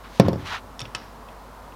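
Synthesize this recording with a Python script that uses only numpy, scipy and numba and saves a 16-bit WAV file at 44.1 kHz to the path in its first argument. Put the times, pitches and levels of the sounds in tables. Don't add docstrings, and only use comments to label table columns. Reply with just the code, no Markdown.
import sys
import numpy as np
from scipy import signal
from scipy.fft import rfft, irfft
from scipy.io import wavfile
from numba import njit

SR = 44100
rng = np.random.default_rng(int(sys.argv[2]) if len(sys.argv) > 2 else 0)


def materialize(psi):
    bounded = np.clip(np.atleast_2d(psi).T, -1, 1)
    quanta = np.round(bounded * 32767).astype(np.int16)
    wavfile.write(sys.argv[1], SR, quanta)


N = 77175


def amp(db):
    return 10 ** (np.asarray(db) / 20)


def fade(t60_s):
    return np.exp(-np.log(1000) * np.arange(N) / SR / t60_s)


def colour(x, points):
    hz, db = np.array(points, float).T
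    f_hz = np.maximum(np.fft.rfftfreq(N, 1 / SR), 1)
    below = np.minimum(f_hz / hz[0], 1) ** 2
    shape = amp(np.interp(np.log(f_hz), np.log(hz), db))
    y = irfft(rfft(x) * below * shape, N)
    return y / np.std(y)


def noise(points):
    return colour(rng.standard_normal(N), points)


def ring(modes):
    t_s = np.arange(N) / SR
    out = np.zeros(N)
    for hz, db, t60_s, rise_s in modes:
        mode_hz = hz * (1 + 0.0024 * rng.standard_normal())
        build = 1 - np.exp(-(t_s / rise_s) ** 2)
        out += amp(db) * np.sin(2 * np.pi * mode_hz * t_s) * fade(t60_s) * build
    return out


def soften(x, contact_ms):
    cutoff_hz = min(1000 / (2 * contact_ms), SR / 2 - 1000)
    return signal.sosfilt(signal.butter(2, cutoff_hz, fs=SR, output="sos"), x)


def add(out, at_s, x):
    i = max(int(at_s * SR), 0)
    out[i:] += x[:N - i]


# f/Hz, relative level/dB
SHOP_SPECTRUM = [(30, -11), (60, -11), (90, -7), (130, -12), (200, -10.5), (247, -7), (320, -16.5),
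                 (370, -14.5), (500, -10.5), (765, -10.5), (985, -8), (1350, -15), (1670, -21),
                 (2420, -27.5), (5060, -32.5), (8000, -37), (15000, -38.5), (16000, -44)]
SHOP_RMS_DB, HUM_HZ, HUM_RMS_DB, OCTAVE_RMS_DB = -44, 50, -48.5, -69.5


def workshop():
    turn = 2 * np.pi * HUM_HZ * np.arange(N) / SR
    hum = amp(HUM_RMS_DB) * np.sin(turn) + amp(OCTAVE_RMS_DB) * np.sin(2 * turn)
    return amp(SHOP_RMS_DB) * noise(SHOP_SPECTRUM) + np.sqrt(2) * hum


# start t/s, peak t/s, end t/s, level/dB, centre f/Hz
STROKES = [(0.026, .05, .11, -42.5, 1470), (0.057, 0.18, 0.21, -45.5, 5540), (0.21, 0.264, 0.3, -37, 2100),
           (0.36, 0.407, 0.59, -46.5, 2590), (.44, 0.474, 0.62, -33.5, 2700),
           (0.488, 0.536, 0.6, -27.5, 1655)]
# f/Hz, relative level/dB
RUB_SPECTRUM = [(100, -17), (600, -4.5), (950, 3), (1400, 1.5), (2500, -5), (3900, -6.5), (4700, -11.5),
                (6200, -13), (8000, -22), (12000, -22.5), (16000, -33)]
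# t/s, level/dB
SNAG_EVENTS = [(0.458, -46), (0.459, -42), (0.475, -39)]
RUB_FOCUS_DB, GRAINS_PER_S = 4, 12000
GRAIN_SPREAD_DB = 0


def slides():
    out, t_s = np.zeros(N), np.arange(N) / SR
    for start_s, peak_s, end_s, db, centre_hz in STROKES:
        catches = rng.random(N) < GRAINS_PER_S / SR
        grains = catches * rng.standard_normal(N)
        grains *= amp(GRAIN_SPREAD_DB * np.minimum(rng.exponential(size=N), 4))
        spectrum = []
        for hz, level_db in RUB_SPECTRUM:
            octaves = np.log2(hz / centre_hz)
            fall_db = RUB_FOCUS_DB * octaves ** 2 / (1 + abs(octaves) / 2)
            spectrum.append((hz, level_db - fall_db))
        swell = np.interp(t_s, [start_s, peak_s, end_s], [0, 1, 0]) ** 1.15
        out += amp(db) * swell * colour(grains, spectrum)
    for at_s, db in SNAG_EVENTS:
        add(out, at_s, amp(db) * noise(RUB_SPECTRUM) * fade(0.011))
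    return out


BENCH_LOW_HZ = 59.4


def bench_radiation(x):
    return signal.sosfilt(signal.butter(2, BENCH_LOW_HZ, "high", fs=SR, output="sos"), x)


# t/s, bench level/dB, contact/ms, clack level/dB
BOUNCE_EVENTS = [(0.1981, 0.5, 0.49, -15), (.2640, -21, 0.61, -60), (0.2835, -8.5, 0.62, -28),
                 (0.3307, -19, 0.69, -35.5), (0.3576, -18.5, 1.4, -46)]
# f/Hz, relative level/dB, T60/s, rise/s
BENCH_MODES = [(83.3, -25.5, 0.75, 0.01), (99.3, -18.5, 0.68, 0.018), (138.4, -13.5, 0.28, 0.012),
               (182.3, -18.5, 0.34, 0.0038), (206, 15, 0.027, 0.0066), (255, -8.5, 0.083, 0.00069),
               (289, -10, 0.15, 0.0014), (376, -28, 0.51, 0.0012), (431, -10.5, 0.072, 0.00086),
               (536.3, -20.5, 0.26, 0.0016), (534, 6.5, 0.016, 0.00018), (681, -13.5, 0.079, 0.0011),
               (912, -23, 0.17, 0.00098), (1063, -24.5, 0.21, 0.00059)]
# f/Hz, relative level/dB, T60/s, rise/s
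STEEL_MODES = [(1850, -10, .04, .0002), (2277, -20.5, 0.15, .0002), (3530, -5.5, 0.021, 0.00016),
               (4570, 0, 0.016, 0.00061), (5110, -23.5, 0.11, 0.00023), (5530, -6.5, 0.021, 0.00027),
               (6860, -15.5, 0.03, 0.00017)]
# f/Hz, relative level/dB
BOOM_SPECTRUM = [(30, -40), (60, -37), (95, -5.5), (200, -10.5), (330, -12.5), (550, -25), (800, -23),
                 (1100, -20), (1600, -28), (5000, -32.5), (8000, -61), (16000, -78)]
# f/Hz, relative level/dB
CLACK_SPECTRUM = [(200, -20), (1000, 16), (2200, -5), (3000, -24), (4500, 3), (5600, -21), (7000, -16),
                  (11000, -11.5), (16000, -17)]
# f/Hz, relative level/dB
TAIL_SPECTRUM = [(100, 12.5), (600, 2.5), (1500, 6), (2200, 1.5), (3000, -1), (4200, -3), (5600, 0),
                 (7000, -24), (10000, -27), (16000, -43)]
BOOM_DB, BOOM_T60_S, CLACK_T60_S = -14.5, 0.37, 0.025
SNAP_DB, SNAP_T60_S = -1, 0.0019


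def steel_drop():
    out = np.zeros(N)
    add(out, BOUNCE_EVENTS[0][0], amp(SNAP_DB) * fade(SNAP_T60_S))
    for at_s, bench_db, contact_ms, clack_db in BOUNCE_EVENTS:
        body = ring(BENCH_MODES) + amp(BOOM_DB) * noise(BOOM_SPECTRUM) * fade(BOOM_T60_S)
        clack = amp(0.5) * ring(STEEL_MODES)
        clack += amp(1.5) * noise(CLACK_SPECTRUM) * fade(CLACK_T60_S)
        clack += amp(-5.5) * noise(TAIL_SPECTRUM) * fade(0.096)
        add(out, at_s, amp(bench_db) * soften(body, contact_ms) + amp(clack_db) * clack)
    return bench_radiation(out)


# f/Hz, relative level/dB
CRACK_SPECTRUM = [(100, -8), (600, -0.5), (1300, -3), (2100, -3.5), (3000, 1), (4200, -9), (5700, -7),
                  (7000, -7.5), (10000, -11.5), (16000, -40)]
CRACK_T60_S, TAIL_T60_S, CRACK_RISE_S = 0.04, 0.49, 0.00017


def clicks(events, modes, crack_db, tail_db):
    out = np.zeros(N)
    build = 1 - np.exp(-np.arange(N) / SR / CRACK_RISE_S)
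    for at_s, db, contact_ms in events:
        crack = amp(crack_db) * noise(CRACK_SPECTRUM) * fade(CRACK_T60_S)
        tail = amp(tail_db) * noise(TAIL_SPECTRUM) * fade(TAIL_T60_S)
        blow = ring(modes) + build * (crack + tail)
        add(out, at_s, amp(db) * soften(blow, contact_ms))
    return out


# t/s, level/dB, contact/ms
PAWL_EVENTS = [(.7933, -24.5, 0.032), (.8162, -22.5, 0.086), (.9835, -46, 0.065)]
# f/Hz, relative level/dB, T60/s, rise/s
PAWL_MODES = [(3260, -1, 0.01, .0002), (3440, -9, 0.021, .0002), (3570, -15.5, 0.08, .0002),
              (5400, -3.5, 0.013, 0.00023), (5570, -8, 0.038, 0.00022), (6600, -7, 0.011, 0.00016),
              (7480, -27, 0.029, .0002)]


def pawl_ticks():
    return clicks(PAWL_EVENTS, PAWL_MODES, crack_db=-13, tail_db=-31)


# t/s, level/dB, contact/ms
WRENCH_EVENTS = [(.8034, -28, 0.031), (.9486, -21, 0.06)]
# f/Hz, relative level/dB, T60/s, rise/s
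WRENCH_MODES = [(975, -9, .06, 0.0046), (1287, -7.5, 0.09, 0.0044), (1680, -30.5, 1, .001),
                (2570, -14, 0.034, .0004), (2606, -5.5, 0.052, 0.00034), (2936, -18.5, 0.17, .0004),
                (3630, -16, 0.05, 0.00024), (4560, -6, 0.024, 0.00036), (5400, -2.5, 0.019, 0.00042),
                (6120, -10, 0.013, .0003), (7570, -13, .02, .0003)]


def wrench_clicks():
    return clicks(WRENCH_EVENTS, WRENCH_MODES, crack_db=-3.5, tail_db=-18)


# t/s, level/dB, contact/ms
NUDGE_EVENTS = [(0.813, -29, 4.7), (0.828, -38, 2.1)]


def nudges():
    out = np.zeros(N)
    for at_s, db, contact_ms in NUDGE_EVENTS:
        add(out, at_s, amp(db) * soften(noise(BOOM_SPECTRUM) * fade(0.29), contact_ms))
    return bench_radiation(out)


# t/s, level/dB, contact/ms
SOCKET_EVENTS = [(.8539, -26, 0.16), (1.2865, -35.5, 0.16), (1.2915, -36, .2), (1.7225, -40, .17)]
# f/Hz, relative level/dB, T60/s, rise/s
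SOCKET_MODES = [(524, -13, 0.036, .0005), (1230, -10, 0.022, 0.00077), (1840, -15, .02, 0.00034),
                (2680, -1, 0.013, 0.00021), (3200, -1, 0.011, 0.00039), (3310, -19, .035, .0003),
                (5500, -11, .022, .0002)]


def socket_taps():
    return clicks(SOCKET_EVENTS, SOCKET_MODES, crack_db=-8.5, tail_db=-25)


def scene():
    wrench_work = pawl_ticks() + wrench_clicks() + socket_taps()
    bench = steel_drop() + nudges()
    return (wrench_work + bench + slides() + workshop())[None]


@njit
def follow(x, attack, release):
    out, level = np.empty(len(x)), 0.
    for i in range(len(x)):
        level += (x[i] - level) * (attack if x[i] > level else release)
        out[i] = level
    return out


DUCK_ABOVE_DB, DUCK_SLOPE = -18, 0.6
DUCK_ATTACK_S, DUCK_RELEASE_S = 0.021, 0.058
TOP_HZ = 16000


def record(dry):
    loudness = follow(np.abs(dry[0]), 1 / (DUCK_ATTACK_S * SR), 1 / (DUCK_RELEASE_S * SR))
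    gain = np.maximum(loudness / amp(DUCK_ABOVE_DB), 1) ** -DUCK_SLOPE
    clipped = np.clip(dry * gain, -1, 1)
    return signal.sosfilt(signal.ellip(8, .2, 70, TOP_HZ, fs=SR, output="sos"), clipped)


dry = scene()
out = record(dry)
materialize(out)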